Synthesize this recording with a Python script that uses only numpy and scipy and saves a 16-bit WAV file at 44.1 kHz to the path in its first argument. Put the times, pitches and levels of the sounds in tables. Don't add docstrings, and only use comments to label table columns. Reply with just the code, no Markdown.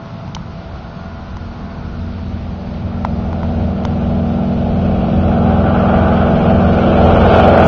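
import sys
import numpy as np
from scipy import signal
from scipy.fft import rfft, irfft, next_fast_len
from scipy.io import wavfile
from scipy.ndimage import uniform_filter1d

SR = 44100
rng = np.random.default_rng(int(sys.argv[2]) if len(sys.argv) > 2 else 0)


def decibels_to_gain(level_db):
    exponent = np.asarray(level_db, float) / 20
    return 10 ** exponent


def file_out(sig):
    cols = np.atleast_2d(sig).T
    lim = np.clip(cols, -1, 1)
    pcm = np.round(lim * 32767).astype(np.int16)
    wavfile.write(sys.argv[1], SR, pcm)


N = 338247
STEP = 100
CONTROL_S = np.arange(N // STEP + 2) * STEP / SR


def in_time(rows):
    s, *columns = np.transpose(rows)
    return np.array([np.interp(CONTROL_S, s, column) for column in columns])


def at_samples(control):
    return np.interp(np.arange(N) / STEP, np.arange(len(control)), control)


def rms_one(x):
    return x / np.sqrt(np.mean(x ** 2) + 1e-20)


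def drift(rate_hz):
    r = np.exp(-2 * np.pi * STEP * rate_hz / SR)
    settle = 1000
    noise = rng.standard_normal(len(CONTROL_S) + settle)
    return rms_one(signal.lfilter([1], [1, -2 * r, r * r], noise)[settle:])


def fades(rows):
    s, half_s, depth_db = np.transpose(rows)
    bells = np.exp(-((CONTROL_S[:, None] - s) / half_s) ** 2)
    return -bells @ depth_db


def between(curves, centres_hz, hz):
    place = np.interp(np.log(hz), np.log(centres_hz), np.arange(len(curves)))
    low = min(int(place), len(curves) - 2)
    return curves[low] + (place - low) * (curves[low + 1] - curves[low])


def noise_bands(colour, count=18):
    size = next_fast_len(N)
    log_hz = np.log(np.arange(size // 2 + 1) * SR / size + 1)
    hz, db = np.transpose(colour)
    shaped = rfft(rng.standard_normal(size)) * decibels_to_gain(np.interp(log_hz, np.log(hz), db))
    shaped *= log_hz > np.log(hz[0]) - 0.3
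    shaped /= np.sqrt(np.mean(irfft(shaped, size) ** 2))
    centres = np.geomspace(hz[0], hz[-1], count)
    bands = []
    for centre, one in zip(centres, np.eye(count)):
        window = np.interp(log_hz, np.log(centres), one)
        bands.append((centre, irfft(shaped * window, size)[:N]))
    return bands


def lines(turns, orders, levels_db, starts, curves, centres_hz, flutter_db, wander):
    base_hz = turns[-1] * SR / N
    turns = turns[::10]
    place = np.arange(len(turns)) * 10 / STEP
    out = 0
    for order, level_db, start in zip(orders, levels_db, starts):
        hz = order * base_hz
        shake = 0.16 + (hz / 900) ** 0.5
        gain = decibels_to_gain(level_db + between(curves, centres_hz, hz) + flutter_db * shake * drift(5.0))
        slip = wander * shake * drift(4.3)
        gain, slip = [np.interp(place, np.arange(len(c)), c) for c in (gain, slip)]
        out = out + np.sqrt(2) * gain * np.cos(2 * np.pi * (order * turns + start) + slip)
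    return signal.resample_poly(out, 10, 1)[:N]


# time in seconds, buffeting level in dB.
WIND = [
    (0.0, -25.5),
    (0.5, -29.5),
    (1.1, -35.5),
    (1.4, -46),
    (1.96, -35),
    (2.5, -37.5),
    (3.0, -34.5),
]
# frequency in Hz, level in dB per Hz.
FIELD = [(300, -8), (470, -10), (650, -13.5), (900, -5.5), (1440, -17), (1710, -16), (4500, -23),
         (7200, -38)]


def wind():
    port = signal.butter(3, [90, 200], "band", fs=SR, output="sos")
    buffet = rms_one(signal.sosfilt(port, rng.standard_normal(N)))
    lumps = decibels_to_gain(in_time(WIND)[0] - 0.5 + 3.0 * drift(7.2))
    hiss = sum(band * at_samples(decibels_to_gain(0.71 * drift(3.0))) for hz, band in noise_bands(FIELD, count=5))
    return buffet * at_samples(lumps) + decibels_to_gain(-41) * hiss


# start in seconds, hollow knock level in dB, bright snap level in dB.
TICKS = [
    (.058, -26, -46),
    (.277, -27, -44),
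    (.3483, -30, -21),
    (.3652, -17, -48),
    (1.368, -23, -39),
    (3.0483, -5, -32),
    (3.329, -17, -41),
    (3.431, -15, -41),
    (3.836, -24, -44),
    (3.8503, -12, -25),
]
# frequency in Hz, level in dB, 60 dB decay in seconds.
HOUSING = [
    (933, 8, 0.0086),
    (1340, -3.5, .01),
    (2040, -0.5, 0.0066),
]
# frequency in Hz, level in dB.
LATCH = [(2700, -10), (3100, 2), (4000, -5), (5500, -3), (7200, -9)]


def ticks():
    at, knock_db, snap_db = np.transpose(TICKS)
    blows, snaps = np.zeros((2, N)) + 1e-18
    blows[(at * SR).astype(int)] = -decibels_to_gain(knock_db)
    snaps[((at + 0.0008) * SR).astype(int)] = decibels_to_gain(snap_db + 5)
    contact = np.hanning(28)
    blows = np.convolve(np.roll(blows, 26), contact / contact.sum())[:N]
    knocks = np.zeros(N)
    for hz, level_db, t60 in HOUSING:
        r, w = decibels_to_gain(-60 / (t60 * SR)), 2 * np.pi * hz / SR
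        knocks += signal.lfilter([0, decibels_to_gain(level_db) * np.sin(w)], [1, -2 * r * np.cos(w), r * r], blows)
    too_small_to_boom = signal.butter(4, 700, "high", fs=SR, output="sos")
    knocks = signal.sosfilt(too_small_to_boom, knocks)
    dying = signal.lfilter([1], [1, -decibels_to_gain(-60 / (0.015 * SR))], snaps)
    return knocks + dying * sum(band for hz, band in noise_bands(LATCH, count=2))


# frequency in Hz, level in dB per Hz.
ROAR_COLOUR = [(20, -9.5), (60, 5.5), (200, -5.5), (270, -8.5), (430, -15.5), (650, -5), (800, -9),
               (980, -18), (1450, -14), (1680, -26.5), (2030, -33), (2300, -25.5), (3300, -29),
               (3500, -33.5), (6500, -55)]


def roar(cycles, passes, curves):
    out, shared = np.zeros(N), drift(2.7)
    for hz, band in noise_bands(ROAR_COLOUR):
        patch_db = 0.8 * shared + 0.8 * drift(17.0)
        level_db = between(curves, [70, 300, 650, 1350, 2800], hz)
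        out += band * at_samples(decibels_to_gain(level_db + patch_db - 2.5))
    blades, cycle, fifth = np.cos(2 * np.pi * np.array([passes, cycles, 5 * cycles]))
    return out * decibels_to_gain(1.2 * blades + 1.1 * cycle + 0.7 * fifth)


BLADE_DB = [-36, -34.5, -42, -47, -55.5, -33.5, -28.5, -30.5, -31, -32, -47, -44, -49, -39, -47.5, -41.5,
            -43.5, -44, -55.5]
BLADE_LOW_DB = [-2, 7.5, -7.5, 10, -2, -8.5, -9.5, 3, -2.5, -5, 3, 6, 11.5, -5, 0, -3, 5, -2.5, 2]


def propeller(passes, low_db, buzz_db, rasp_db):
    orders = np.arange(len(BLADE_DB)) + 1
    near_ground = in_time([(1.6, 1), (2.9, 0)])
    levels_db = np.c_[BLADE_DB] + np.c_[BLADE_LOW_DB] * near_ground
    return lines(passes, orders, levels_db, rng.random(len(orders)), [low_db, buzz_db, rasp_db],
                 [250, 600, 1300], flutter_db=2.5, wander=0.5)


EXHAUST_DB = [-40, -42.5, -26, -18.5, -28, -29, -23, -23.5, -17.5, -29, -18, -34, -35, -37.5, -31, -30, -33,
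              -34, -29, -28.5, -54, -24.5, -40, -36.5, -27.5, -47, -25.5, -29.5, -38.5, -29, -24, -39.5,
              -30, -29, -30.5, -27.5, -39, -41, -38]
RASP_DB = [-49.5, -45, -42, -46, -44.5, -45.5, -44, -44.5, -38.5, -47.5, -46, -55.5, -49]
# centre in seconds, half length in
# seconds, depth in dB (negative: a swell).
BASS_FADES = [(.15, 0.27, 15), (.87, 0.22, 9), (1.55, .2, 2.5), (2.15, .3, -4), (2.67, 0.17, 5.5),
              (3.78, 0.063, 9), (4.04, .1, 4), (4.48, 0.25, 10), (5.07, 0.084, 17), (5.35, .08, 5),
              (5.9, 0.26, 6.5), (6.3, 0.23, 4.5), (6.85, 0.13, 7.5), (7.55, 0.35, 3)]
# centre in seconds, half length in seconds, depth in dB.
FIRING_FADE = [(.4, .7, 9)]


def engine(cycles, low_db, high_db):
    orders = np.r_[1:len(EXHAUST_DB) + 1, 47:47 + 2 * len(RASP_DB):2]
    pulse_starts = (orders == 8) / 2 - (orders - 9) ** 2 / 25
    starts = np.where(orders > 11, rng.random(len(orders)), pulse_starts)
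    levels_db = list(EXHAUST_DB) + list(RASP_DB)
    levels_db[3] = -14.5 + fades(BASS_FADES)
    levels_db[8:11] = [db + fades(FIRING_FADE) for db in levels_db[8:11]]
    return lines(cycles, orders, levels_db, starts, [low_db, high_db], [230, 480], flutter_db=2.0, wander=0.55)


# time in seconds, engine cycles per second, blade passes per second.
SPEED = [(0.0, 20.886, 83.58), (0.5, 20.886, 83.65), (1.4, 21.14, 84.18), (1.75, 21.43, 85.15),
         (2.25, 21.51, 85.45), (2.95, 21.19, 83.62), (3.5, 21.145, 83.42), (4.1, 21.29, 83.82),
         (4.4, 21.31, 83.98), (5.3, 21.198, 83.42), (5.9, 21.232, 83.82), (6.8, 21.304, 83.81),
         (7.67, 21.304, 83.78)]
# time in seconds, nearness in dB, lift in dB by the ground echo as the path opens.
APPROACH = [(0.0, -31, 14.5), (0.6, -28, 11.5), (1.2, -28, 12), (2.0, -24, 8.5), (2.5, -23, 0),
            (3.1, -18.5, 0.5), (3.6, -15, -2.5), (4.2, -12, -3.5), (4.6, -11.5, -6.5), (5.2, -7, -5),
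            (5.5, -5.5, 2.5), (5.9, -4, 7), (6.3, -2.5, 2.5), (6.65, -2, -0.5), (6.9, 0.5, -2.5),
            (7.1, 2.5, -3), (7.4, 5, -0.5), (7.67, 5.5, 2)]
# centre in seconds, half length in seconds, depth in dB.
BUZZ_FADES = [(.4, 0.095, 12), (1.4, 0.087, 15), (2.1, 0.42, 20), (2.85, 0.17, 7), (3.95, 0.35, 4),
              (5.15, .15, 2), (6.35, .15, 8), (6.8, 0.17, 14)]


def scene():
    cycles, passes = [np.cumsum(at_samples(speed)) / SR for speed in in_time(SPEED)]
    near_db, lift_db = in_time(APPROACH)
    bass_dips, buzz_dips = fades(BASS_FADES), fades(BUZZ_FADES)

    lead_db, knee_db = 9, 2.5
    low_db = -knee_db * np.log1p(np.exp(-(near_db + lead_db) / knee_db))
    buzz_db = 0.1 + 0.61 * near_db + 0.3 * lift_db + buzz_dips
    blade_rasp_db = 0.17 + 0.93 * near_db + 1.1 * lift_db

    rumble_db = -16 + 0.51 * low_db + 0.6 * bass_dips + 1.5 * drift(4.0)
    chest_db = -12.5 + 0.66 * near_db + 0.13 * lift_db
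    body_db = -10 + 0.97 * near_db - 0.09 * lift_db + 0.25 * buzz_dips
    rasp_db = -11.5 + near_db + 0.9 * lift_db
    hiss_db = -12 + near_db - 0.058 * lift_db

    aircraft = engine(cycles, low_db, near_db)
    aircraft = aircraft + roar(cycles, passes, [rumble_db, chest_db, body_db, rasp_db, hiss_db])
    aircraft = aircraft + propeller(passes, low_db, buzz_db, blade_rasp_db)
    return (aircraft + wind() + ticks())[None]


# frequency in Hz, step in dB over the surrounding lines, growth in dB per dB of loudness.
COARSE_STEP = [(300, -25, 0), (1200, -8, .3), (1800, -4, .3), (2050, 3, .4), (3200, 3, .35), (3700, 7, .3),
               (5000, 10, .1), (7300, 9, -.1), (7900, 22, -.4)]


def camera_rounding(x, size=1152):
    padded = np.pad(x, (size, 2 * size - len(x) % size))
    frames = np.lib.stride_tricks.sliding_window_view(padded, 2 * size)[::size].copy()
    n, k = np.arange(2 * size)[:, None], np.arange(size * 15200 // SR)
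    window = np.sqrt(2 / size) * np.sin(np.pi * (n + 0.5) / (2 * size))
    basis = window * np.cos(np.pi / size * (n + 0.5 + size / 2) * (k + 0.5))
    lines_now = frames @ basis
    around = uniform_filter1d(uniform_filter1d(lines_now ** 2, size=45, axis=1), size=3, axis=0)
    by_band = rng.standard_normal((len(frames), len(k) // 10 + 1))
    by_band = np.repeat(by_band, 10, axis=1)[:, :len(k)]
    loud_db = 10 * np.log10(np.mean(frames ** 2, axis=1, keepdims=True) + 1e-9)
    hz, *columns = np.transpose(COARSE_STEP)
    over_db, follows = [np.interp(k * SR / 2 / size, hz, column) for column in columns]
    step_db = over_db + follows * (loud_db + 18) + 2.0 * by_band
    step = decibels_to_gain(step_db) * np.sqrt(np.abs(around)) + 1e-9
    back = (np.round(lines_now / step) * step) @ basis.T
    return (back[1:, :size] + back[:-1, size:]).ravel()[:len(x)]


SHORT_FRAMES = [2.85, 4.22, 4.92]


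def camera(heard):
    preamp_top = 1.9
    rounded = preamp_top * np.tanh(heard / preamp_top)
    narrow = signal.sosfilt(signal.cheby2(10, 60, 8100, fs=SR, output="sos"), rounded)
    sudden_s = [s for s, knock_db, snap_db in TICKS if snap_db > -43]
    gap_s = np.abs(CONTROL_S[:, None] - np.r_[sudden_s, SHORT_FRAMES]).min(axis=1)
    exact = at_samples(np.clip(2 - gap_s / 0.012, 0, 1))
    coarse = np.sqrt(1 - exact)
    return exact * narrow + coarse * camera_rounding(coarse * narrow)


def low_pass(x):
    return signal.sosfilt(signal.butter(12, 16000, fs=SR, output="sos"), x)


def record(dry):
    mix = np.clip(camera(dry[0]), -1, 1)[None]
    return low_pass(mix)


dry = scene()
out = record(dry)
file_out(out)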